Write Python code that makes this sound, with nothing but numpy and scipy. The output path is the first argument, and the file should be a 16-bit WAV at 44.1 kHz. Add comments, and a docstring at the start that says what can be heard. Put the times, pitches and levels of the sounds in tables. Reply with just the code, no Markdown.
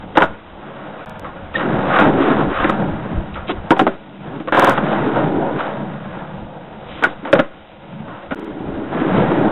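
"""Skateboards roll, pop and land on concrete drives and on a table top.
Grit under the wheels is random excitation that drives the resonances of deck, wheels and trucks.
Blows and scuffs ring those resonances as dying bursts; a shoe chirps and hisses on the grip tape.
A lumpy breeze lies behind, and peaks overload a narrow-band channel.
Three times the sound nearly stops, then stutters: one short passage starts over several times."""
import sys
import numpy as np
from scipy.fft import rfft, irfft, next_fast_len
from scipy.io import wavfile
from scipy.ndimage import uniform_filter1d, map_coordinates

SR = 44100
rng = np.random.default_rng(int(sys.argv[2]) if len(sys.argv) > 2 else 0)


def waveform_to_disk(signal):
    """Save audio, clipped to [-1, 1], as 16-bit WAV at the path in sys.argv[1]."""
    frames = np.transpose(np.atleast_2d(signal))
    scaled = np.clip(frames, -1, 1) * 32767
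    samples = np.round(scaled).astype(np.int16)
    wavfile.write(sys.argv[1], SR, samples)


N = 419391


def amp(db):
    """Decibel law: level to amplitude ratio."""
    return 10 ** (np.asarray(db) / 20)


def unit(x):
    """Normalisation to a root-mean-square of one."""
    return x / np.sqrt(np.mean(x ** 2) + 1e-20)


def curves(rows):
    """Linear interpolation: one value per sample for each column after the time."""
    s, *columns = np.transpose(rows)
    return [np.interp(np.arange(N) / SR, s, column) for column in columns]


def wobble(rate):
    """Slow random modulation: a smooth curve through `rate` random knots a second."""
    knots = rng.standard_normal(int(N * rate / SR) + 4)
    return map_coordinates(knots, [np.arange(N) * rate / SR])


def swells(rows):
    """Gaussian envelopes, summed, from rows of (t/s, peak level/dB, half length/s)."""
    t = np.arange(N) / SR
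    return sum(amp(db) * np.exp(-((t - s) / half) ** 2 / 2) for s, db, half in rows)


def filtered(x, response):
    """Linear filtering: the spectrum of x times a response that is a function of frequency."""
    m = next_fast_len(len(x) + 8192)  # padding leaves room for the ringing
    return irfft(rfft(x, m) * response(np.fft.rfftfreq(m, 1 / SR)), m)[:len(x)]


def colour(points):
    """Spectral shaping: gain through (f/Hz, level/dB) points on a logarithmic axis."""
    hz, db = np.transpose(points)
    return lambda f: amp(np.interp(np.log(f + 1), np.log(hz + 1), db))


# rolling levels over time; lists break at contacts, splices and sudden changes of level:
# t/s, wheels level/dB, then levels over the wheels: drone level/dB, deck level/dB, trucks level/dB
ROLLING_LEVELS = [
    [(0.0, -35.5, -4, -3, -6), (0.064, -38, 2, -1, -10), (0.13, -39, -4, -3, -7)],
    [(0.32, -36.5, -2.5, -1, -4.5), (0.432, -44, -1.5, -3.5, -2.5), (0.692, -37, -2, -1, -3.5),
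     (1.026, -34, -6.5, -6.5, -3), (1.05, -44, -17, 8, 4)],
    [(1.07, -37, -8, -19, -3), (1.228, -36, -2.5, -3, -5.5), (1.535, -37, -3, -5.5, -3.5)],
    [(1.57, -27, -2, -2, -2.5), (1.612, -25.5, -9, -3, 4.5), (1.666, -24, 1.5, 4, -5.5),
     (1.864, -21.5, -1.5, -1.5, -4.5), (1.97, -17.5, -12, -11, 2.5)],
    [(1.99, -22, -26, 1, -17), (2.012, -12.5, -8, -2, -0.5), (2.04, -14, -9.5, 1.5, -4),
     (2.064, -14, -2.5, 1, -6), (2.12, -20.5, -3, 5, -7.5), (2.18, -20, -1.5, 6, -4.5),
     (2.225, -20.5, -7, 9, 0), (2.276, -18.5, -8.5, 3.5, -2.5), (2.36, -23, 0.5, 3, -1.5),
     (2.405, -17.5, 0, 3, -6), (2.44, -23.5, 5, 5.5, -1.5), (2.478, -25, 4, 6.5, -7.5),
     (2.52, -26, -9, 5, 1), (2.56, -27.5, -11, -12, 6.5), (2.668, -21.5, -5, 1.5, -1),
     (2.776, -28, 2.5, 1, -4.5), (2.826, -21, 3.5, -5, -7.5), (2.858, -26.5, 4.5, 1, -6.5),
     (3.0, -30, 6, 2, -4), (3.07, -31, 7.5, 1.5, -3.5), (3.23, -34, 4, 1, -4.5), (3.33, -38.5, 4.5, -2, -4)],
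    [(3.57, -34, -3, -2.5, -5), (3.658, -35.5, -1, -5, -6.5), (3.68, -34.5, -17, -13, -6)],
    [(3.95, -36.5, -5, -4, -3.5), (3.978, -43.5, -2, -1, -6), (4.194, -42.5, 6, 1, -6),
     (4.276, -33, 2.5, 1.5, -4.5), (4.51, -44.5, 3.5, 7, -4)],
    [(4.644, -16.5, -17, -5, 0), (4.668, -19.5, -20, -11, 1.5), (4.69, -14.5, -8, -15, -5)],
    [(4.71, -18.5, -4.5, -16, -1), (4.77, -21, -6, -1, -3.5), (4.82, -22.5, 0, -4, -7),
     (4.84, -24.5, 6.5, 2.5, -1.5), (4.95, -18.5, -7, -5.5, -5.5), (5.0, -22, 1, -0.5, -6),
     (5.05, -22, 1.5, 7.5, -5), (5.11, -24, -5, 2, -4), (5.17, -17.5, -3, -6, -7),
     (5.34, -25.5, 2, 5.5, -9), (5.51, -21.5, -14, -1.5, -11.5), (5.57, -27, 3, 2.5, -5.5),
     (5.61, -23, -13, -10, -2.5), (5.83, -28.5, 3.5, -0.5, -9), (6.0, -37.5, 2, -5, -3.5),
     (6.21, -31.5, 2.5, -5, -4.5), (6.4, -37, 3.5, -8.5, -9), (6.75, -36, -4.5, -3.5, -8.5),
     (6.78, -38.5, 1.5, -9, -9.5), (7.0, -36.5, -2, -1, 0.5)],
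    [(7.12, -33, -6, -8, -7), (7.214, -44, 4, -5, -1), (7.24, -39, -1, 10, -3)],
    [(7.48, -43, -0.5, 0, -1), (7.662, -45, -6.5, -7, -5.5), (8.012, -38.5, 7, -3, -8),
     (8.12, -33.5, 0.5, -3, -4), (8.222, -37, -12, -10, -4.5), (8.29, -38, -3, -3, -4)],
    [(8.37, -40.5, -3, 7.5, -2.5), (8.68, -33, 4.5, 5.5, -8.5), (8.762, -34, -2, 6, -3.5),
     (8.788, -33, 0, 8, -7), (8.915, -34, 2, 4, -4), (8.93, -26, -2, 1, -3.5), (8.964, -21.5, -5, 1, -6),
     (9.004, -27, 5, 6, 0), (9.056, -23.5, -4, 3, -7), (9.12, -22, 3.5, 2.5, -6.5),
     (9.156, -18.5, 1.5, 1, -4), (9.2, -19, 5, 5, -5), (9.25, -21.5, 0, 1.5, -4.5),
     (9.36, -21, 0, 1.5, -6.5), (9.39, -21.5, 1, 10, -7), (9.5, -20.5, -1, -1, -7.5)],
]
# slowest bending of the plywood: f/Hz, width/Hz, relative level/dB
DRONE_MODES = [(141.6, 42.5, -7), (206.7, 49.6, 1.5), (218.7, 38.2, 0)]
# bending of the plywood: f/Hz, width/Hz, relative level/dB
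DECK_MODES = [(262, 57.3, -3), (327.8, 39, 0), (385.3, 14, -2), (425.6, 38, -6)]
# wheels and short deck modes: f/Hz, width/Hz, relative level/dB
WHEEL_MODES = [(495.3, 52, -0.5), (557.8, 28, 3), (641.4, 51, 0), (755.6, 51.6, 0), (837, 75.6, -2),
               (963, 68, -4)]
# axles and bolts: f/Hz, width/Hz, relative level/dB
TRUCK_MODES = [(1053.4, 56.4, 3.5), (1314, 236, -1.5), (1431, 49.5, 5.5), (1540, 290, -4), (1750, 68, -1.5),
               (1822, 140, -7.5)]


def rolling():
    """Forced vibration: one stream of grit drives drone, deck, wheels and trucks."""
    wheels_db, drone_db, deck_db, trucks_db = curves(np.concatenate(ROLLING_LEVELS))
    stones = grit(6000, spread_db=0.55) * amp(0.88 * wobble(25))
    parts = [(drone_db, DRONE_MODES), (deck_db, DECK_MODES), (0, WHEEL_MODES), (trucks_db, TRUCK_MODES)]
    board = 0
    for over_wheels_db, table in parts:
        level = amp(wheels_db + over_wheels_db + 0.44 * wobble(12))
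        board = board + level * swaying(stones, table)
    return board + surface_hiss(stones, wheels_db + trucks_db)


def grit(rate, spread_db):
    """Impulse noise: stones push at random, `rate` a second, with very unequal strength."""
    chance, size, push = rng.random(N), rng.exponential(size=N), rng.standard_normal(N)
    return (chance < rate / SR) * amp(spread_db * size) * push


SWAY_DB, SWAY_RATE = .7, 10  # depth of the sway; random knots a second


def swaying(stones, table):
    """Modal superposition: each mode swells a little on its own as the load shifts."""
    total = 0
    for k, mode in enumerate(table):
        ring = filtered(stones, modes([mode]))
        total = total + (-1) ** k * amp(SWAY_DB * wobble(SWAY_RATE)) * ring
    return unit(total)


WOODY_HZ = 2120  # above this the board radiates little


def modes(table):
    """Damped resonance: the causal response of a set of modes, weakened above WOODY_HZ."""
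    def response(f):
        total = 0
        for k, (centre, width, db) in enumerate(table):
            resonance = 1j * f * width / (centre * centre - f * f + 1j * f * width)
            total = total + (-1) ** k * amp(db) * resonance  # alternating phase
        return total / (1 - (f / WOODY_HZ) ** 2 + 1.2j * f / WOODY_HZ)
    return response


# colour of the hiss of grit, also used for the crack of a contact: f/Hz, relative level/dB
GRIT_COLOUR = [(1200, -33.5), (1900, -3), (2400, -1.5), (3000, -0.5), (3800, -3), (6000, -37)]
# a shoe hisses along the grip tape: t/s, peak level/dB, half length/s
SHOE_DRAGS = [(1.565, -31, 0.013), (3.345, -35.5, 0.0036), (3.501, -27, 0.013), (6.95, -43, 0.052),
              (7.1, -49, 0.022)]
HISS_DB, STREET_DB = -15.5, -53  # grit hiss relative to the trucks; steady hiss of the street


def surface_hiss(stones, rattle_db):
    """Friction noise: hiss that follows the rattle of the trucks, over a steady street hiss."""
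    hiss = unit(filtered(stones + 0.26 * rng.standard_normal(N), colour(GRIT_COLOUR)))
    level = np.hypot(amp(rattle_db + HISS_DB), amp(STREET_DB))  # powers add
    return (level + swells(SHOE_DRAGS)) * hiss


# blows on the board: t/s, relative level/dB, strongest ring f/Hz, sharpness level/dB, t60/s
BOARD_BLOWS = [(.172, 4.5, 908, -5, 0.011), (.178, -4.5, 530, -4, 0.013), (.183, -16, 645, 13, 0.015),
               (.211, -4, 1030, -10, 0.036), (.2205, -3.5, 1410, 2.5, 0.018), (.228, -14, 780, 6, 0.033),
               (.237, -4.5, 640, -4, 0.037), (1.979, -10, 1410, 1.5, 0.075), (1.988, -5.5, 733, 3, 0.097),
               (1.996, -14, 1420, 5, 0.037), (2.644, -7, 344, 1.5, 0.058), (2.60, -15.5, 1390, 3, 0.05),
               (2.696, -10.5, 1187, 6.5, 0.018), (3.494, -10, 330, -6, 0.059), (3.501, -13, 330, -3, 0.069),
               (3.7065, -0.5, 290, -0.5, 0.018), (3.715, 1, 930, -12, 0.058), (3.765, -10, 786, -7, 0.097),
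               (3.7935, -0.5, 776, 0, 0.05), (3.813, -4, 284, -17, 0.02), (3.8675, -0.5, 643, -7, 0.025),
               (3.876, -8, 265, 0, 0.0078), (4.401, -17.5, 287, -7.5, 0.094), (4.475, -13, 510, -6, 0.018),
               (4.484, -20, 624, 8, 0.022), (4.670, -4, 1080, 1.5, 0.024), (4.677, -11, 298, -12, 0.05),
               (4.686, -6.5, 520, -1.5, .03), (4.708, -21, 1450, 11, 0.022), (4.699, -15, 288, 3, 0.036),
               (4.777, -7.5, 840, -0.5, 0.035), (4.930, -8.5, 860, -8.5, 0.032),
               (5.189, -9, 558, -11, 0.047), (5.591, -19, 900, 3.5, 0.037), (5.605, -15, 665, 1.5, .04),
               (7.026, -16.5, 890, -5, 0.0074), (7.038, -6.5, 1480, 8.5, 0.039),
               (7.047, -18, 803, 9, 0.078), (7.057, -19.5, 316, 0, 0.065), (7.329, 7, 565, -8.5, 0.039),
               (7.352, -8, 554, -0.5, 0.038), (7.358, -5, 554, -12.5, 0.064), (7.37, -14, 554, -10, .05),
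               (7.385, -12.5, 640, -2, .03), (7.3915, -4, 264, -3, 0.025), (7.393, -4.5, 554, -1, .03),
               (7.398, -4.5, 550, -6.5, 0.022), (7.408, -9.5, 552, -16, 0.019),
               (8.320, -12.5, 267, -4.5, 0.056), (8.461, -28, 420, -22, 0.02),
               (8.466, -25.5, 450, -10, 0.017), (8.795, -28, 584, -10.5, 0.032),
               (8.926, -25, 574, -6, 0.063), (9.216, -4.5, 515, -37, 0.064), (9.317, -8, 328, -12, 0.093)]
# shoe, tail or wheel scuffing just before or between blows:
# t/s, relative level/dB, strongest ring f/Hz, sharpness level/dB, t60/s
BOARD_SCUFFS = [(.154, -12, 570, -3, 0.11), (.204, -11, 1110, 5, 0.022), (1.245, -33.5, 1144, 13, 0.18),
                (1.542, -20.5, 1180, 2, 0.071), (3.356, -22, 1310, 3, 0.36), (3.484, -23, 328, -9, 0.1),
                (4.6445, -18.5, 1550, 9, 0.12), (4.654, -19.5, 1720, 8, .15), (4.662, -22, 1420, 10, 0.11),
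                (7.025, -11.5, 470, 1.5, 0.016), (7.251, -16.5, 1520, -2.5, 0.21),
                (7.272, -21, 520, 0, 0.17), (8.309, -16, 1430, -0.5, 0.089)]


def blows():
    """Impact excitation: hard contacts start with a strike; scuffs start with a weaker one."""
    return contacts(BOARD_BLOWS, strike=13.2) + contacts(BOARD_SCUFFS, strike=7.6)


CRACK_DB, CRACK_GROWS = -12.5, 0.67  # share of the crack; dB gained per dB of sharpness
DECK_DB, WHEELS_DB = -7, 0  # shares in a contact on the wheels
FLAT_DB, FLAT_WHEELS_DB = 3, -4.5  # deck and wheel shares when the deck falls flat


def contacts(table, strike):
    """Free decay: a first touch and a dying rattle ring the modes, beside a crack of noise."""
    out, t = np.zeros(N + SR), np.arange(SR // 4) / SR
    for s, db, ring_hz, sharp_db, t60 in table:
        flat = ring_hz < 400  # a flat fall rings low
        deck_db, wheels_db = (FLAT_DB, FLAT_WHEELS_DB) if flat else (DECK_DB, WHEELS_DB)
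        crack_db = CRACK_DB + CRACK_GROWS * sharp_db
        # loose parts and nearby walls leave a weaker, longer tail
        dying = amp(-60 * t / t60) + amp(-13.5 - 60 * t / 0.2)
        noise = rng.standard_normal(len(t))
        push = dying * noise
        push[0] += strike
        parts = [(DRONE_MODES + DECK_MODES, deck_db), (WHEEL_MODES, wheels_db), (TRUCK_MODES, sharp_db)]
        rings = [(filtered(push, modes(struck(modal, ring_hz))), share_db) for modal, share_db in parts]
        crack = (dying + 1.2 * amp(-60 * t / 0.0097)) * filtered(noise, colour(GRIT_COLOUR))
        rings.append((crack, crack_db))
        sound = sum(amp(db + share_db - 8.0) * ring / loudest(ring) for ring, share_db in rings)
        out[round(s * SR):][:len(t)] += sound
    return out[:N]


def struck(modal, ring_hz):
    """Modal participation: the place struck favours the modes near one pitch."""
    return [(centre, width, db + 13 * np.exp(-(np.log(centre / ring_hz) / 0.11) ** 2))
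            for centre, width, db in modal]


def loudest(x):
    """Short-time level: the greatest root-mean-square over 300 samples."""
    return np.sqrt(uniform_filter1d(x * x, size=300).max())


# a shoe chirps on the grip tape: t/s, f/Hz, peak level/dB, half length/s
SHOE_SQUEAK = (1.559, 1830, -10, .004)


def squeak():
    """Stick-slip: a short tone with its weaker octave under a Gaussian envelope."""
    s, hz, db, half = SHOE_SQUEAK
    t = np.arange(N) / SR - s
    tone = np.sin(2 * np.pi * hz * t) + amp(-20.5) * np.sin(4 * np.pi * hz * t)
    return amp(db) * np.exp(-(t / half) ** 2 / 2) * tone


# wind on the microphone: t/s, level/dB
BREEZE_LEVEL = [(0, -38), (1.05, -55), (1.06, -38.5), (3.6, -39), (4.2, -55), (4.53, -43.5), (5.3, -55),
                (6.5, -43.5), (8, -51), (8.36, -47), (8.9, -39.5), (9.15, -42.5), (9.5, -42)]
# single gusts: t/s, peak level/dB, half length/s
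WIND_PUFFS = [(2.493, -25, 0.02), (2.62, -27, 0.02), (2.7, -26.5, .02), (2.78, -41, 0.04),
              (2.945, -30, 0.018), (3.05, -38, .03), (3.172, -21, 0.023), (3.25, -32, 0.016),
              (3.335, -26, 0.013), (3.42, -32.5, 0.036)]
# colour of the wind: f/Hz, relative level/dB
WIND_COLOUR = [(10, -20.5), (30, -8), (60, -13), (95, -5), (160, -39.5), (400, -91.5)]


def wind():
    """Turbulence noise: low random pressure, a lumpy breeze with some single gusts."""
    level = amp(curves(BREEZE_LEVEL)[0]) + swells(WIND_PUFFS)
    rumble = filtered(rng.standard_normal(N), colour(WIND_COLOUR))
    return level * unit(rumble * amp(5.3 * wobble(12)))


def scene():
    """Superposition: the pressures of all sources add."""
    return (rolling() + blows() + squeak() + wind())[None]


# stutters: near-silence from t/s, first start t/s, further starts t/s, and last the skip ahead t/s
STUTTERS = [(1.0505, 1.0600, 1.0963, 1.1463, 1.1963), (4.519, 4.5233, 4.5463, 4.5963, 4.6463, 4.6963),
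            (8.3473, 8.3573, 8.3963, 8.4463, 8.4963)]
# sharp treble ticks, at the splices and as clicks at overloaded peaks: t/s, jump level/dB
TREBLE_TICKS = [(1.0602, -29), (1.0963, -22.5), (1.196, -20.5), (4.5223, -30), (4.5465, -25),
                (4.5964, -1.5), (4.6463, -2.5), (4.6965, -5), (4.574, -20), (4.609, -25), (4.624, -15),
                (4.6505, -18), (4.674, -18), (4.712, -24), (4.7205, -21), (4.7285, -29), (4.7365, -28),
                (2.006, -26), (2.0097, -28), (2.046, -30), (8.3474, -26), (8.3963, -30), (8.4463, -32)]
FADE_S, JUMP_S = .0015, .00012  # blend at a splice; time for a jump to settle


def joined(x):
    """Splicing: after a near-silence each start plays the same passage; step discontinuities tick."""
    out, t = x.copy(), np.arange(N) / SR

    def gate(a, b):
        return np.clip(np.minimum(t - a, b - t) / FADE_S + .5, 0, 1)

    for hush, *starts in STUTTERS:
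        out = out * (1 - gate(hush, starts[-1])) + 0.066 * x * gate(hush, starts[0])
        for a, b in zip(starts[:-1], starts[1:]):
            # the passage begins 2 ms before the last start
            delay = round((a - starts[-2] + .002) * SR)
            out = out + gate(a, b) * np.roll(x, delay)
    ticks = sum(amp(db) / 2 * np.sign(s - t) * np.exp(-np.abs(t - s) / JUMP_S) for s, db in TREBLE_TICKS)
    return out + ticks


# faint treble fizz: t/s, peak level/dB, half length/s
FIZZ_SWELLS = [(.18, -49, 0.0077), (.23, -53, 0.019), (2.01, -59.5, 0.032), (2.7, -43, 0.0042),
               (3.712, -44, 0.0064), (3.805, -51, 0.017), (4.56, -51.5, 0.012), (4.595, -47, 0.012),
               (4.645, -42, 0.007), (4.69, -46, 0.016), (4.73, -60, 0.014), (7.055, -52, 0.012),
               (7.333, -46, 0.0055)]
# colour of the fizz: f/Hz, relative level/dB
FIZZ_COLOUR = [(3900, -59), (4300, 1.5), (10500, -7), (11500, -21), (14500, -15.5)]


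def fizz():
    """Amplitude-modulated noise: the treble fizzes faintly in short swells."""
    noise = rng.standard_normal(N) * amp(3.3 * wobble(300))
    return swells(FIZZ_SWELLS) * unit(filtered(noise, colour(FIZZ_COLOUR)))


BAND_HZ, TOP_HZ = 3924, 15000  # upper limit of the converter; upper limit of the whole sound
FLOOR, CEILING, KNEE = 1, 0.86, 40  # second clipping below and above; hardness


def record(dry):
    """Saturation and band-limiting: the converter overloads, then the tallest peaks clip again."""
    x = filtered(np.clip(dry[0], -.9, .95), lambda hz: 1 / (1 + (hz / BAND_HZ) ** 60))
    # the zero line sags after loud sound
    x = x - .19 * uniform_filter1d(np.abs(x), size=5300, origin=2600)
    limit = np.where(x > 0, CEILING, FLOOR)
    x = joined(x / (1 + np.abs(x / limit) ** KNEE) ** (1 / KNEE))
    x = x + fizz()
    x = x + amp(-90) * rng.standard_normal(N)  # rounding hiss
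    return filtered(x, lambda hz: 1 / (1 + (hz / TOP_HZ) ** 60))[None]


dry = scene()
out = record(dry)
waveform_to_disk(out)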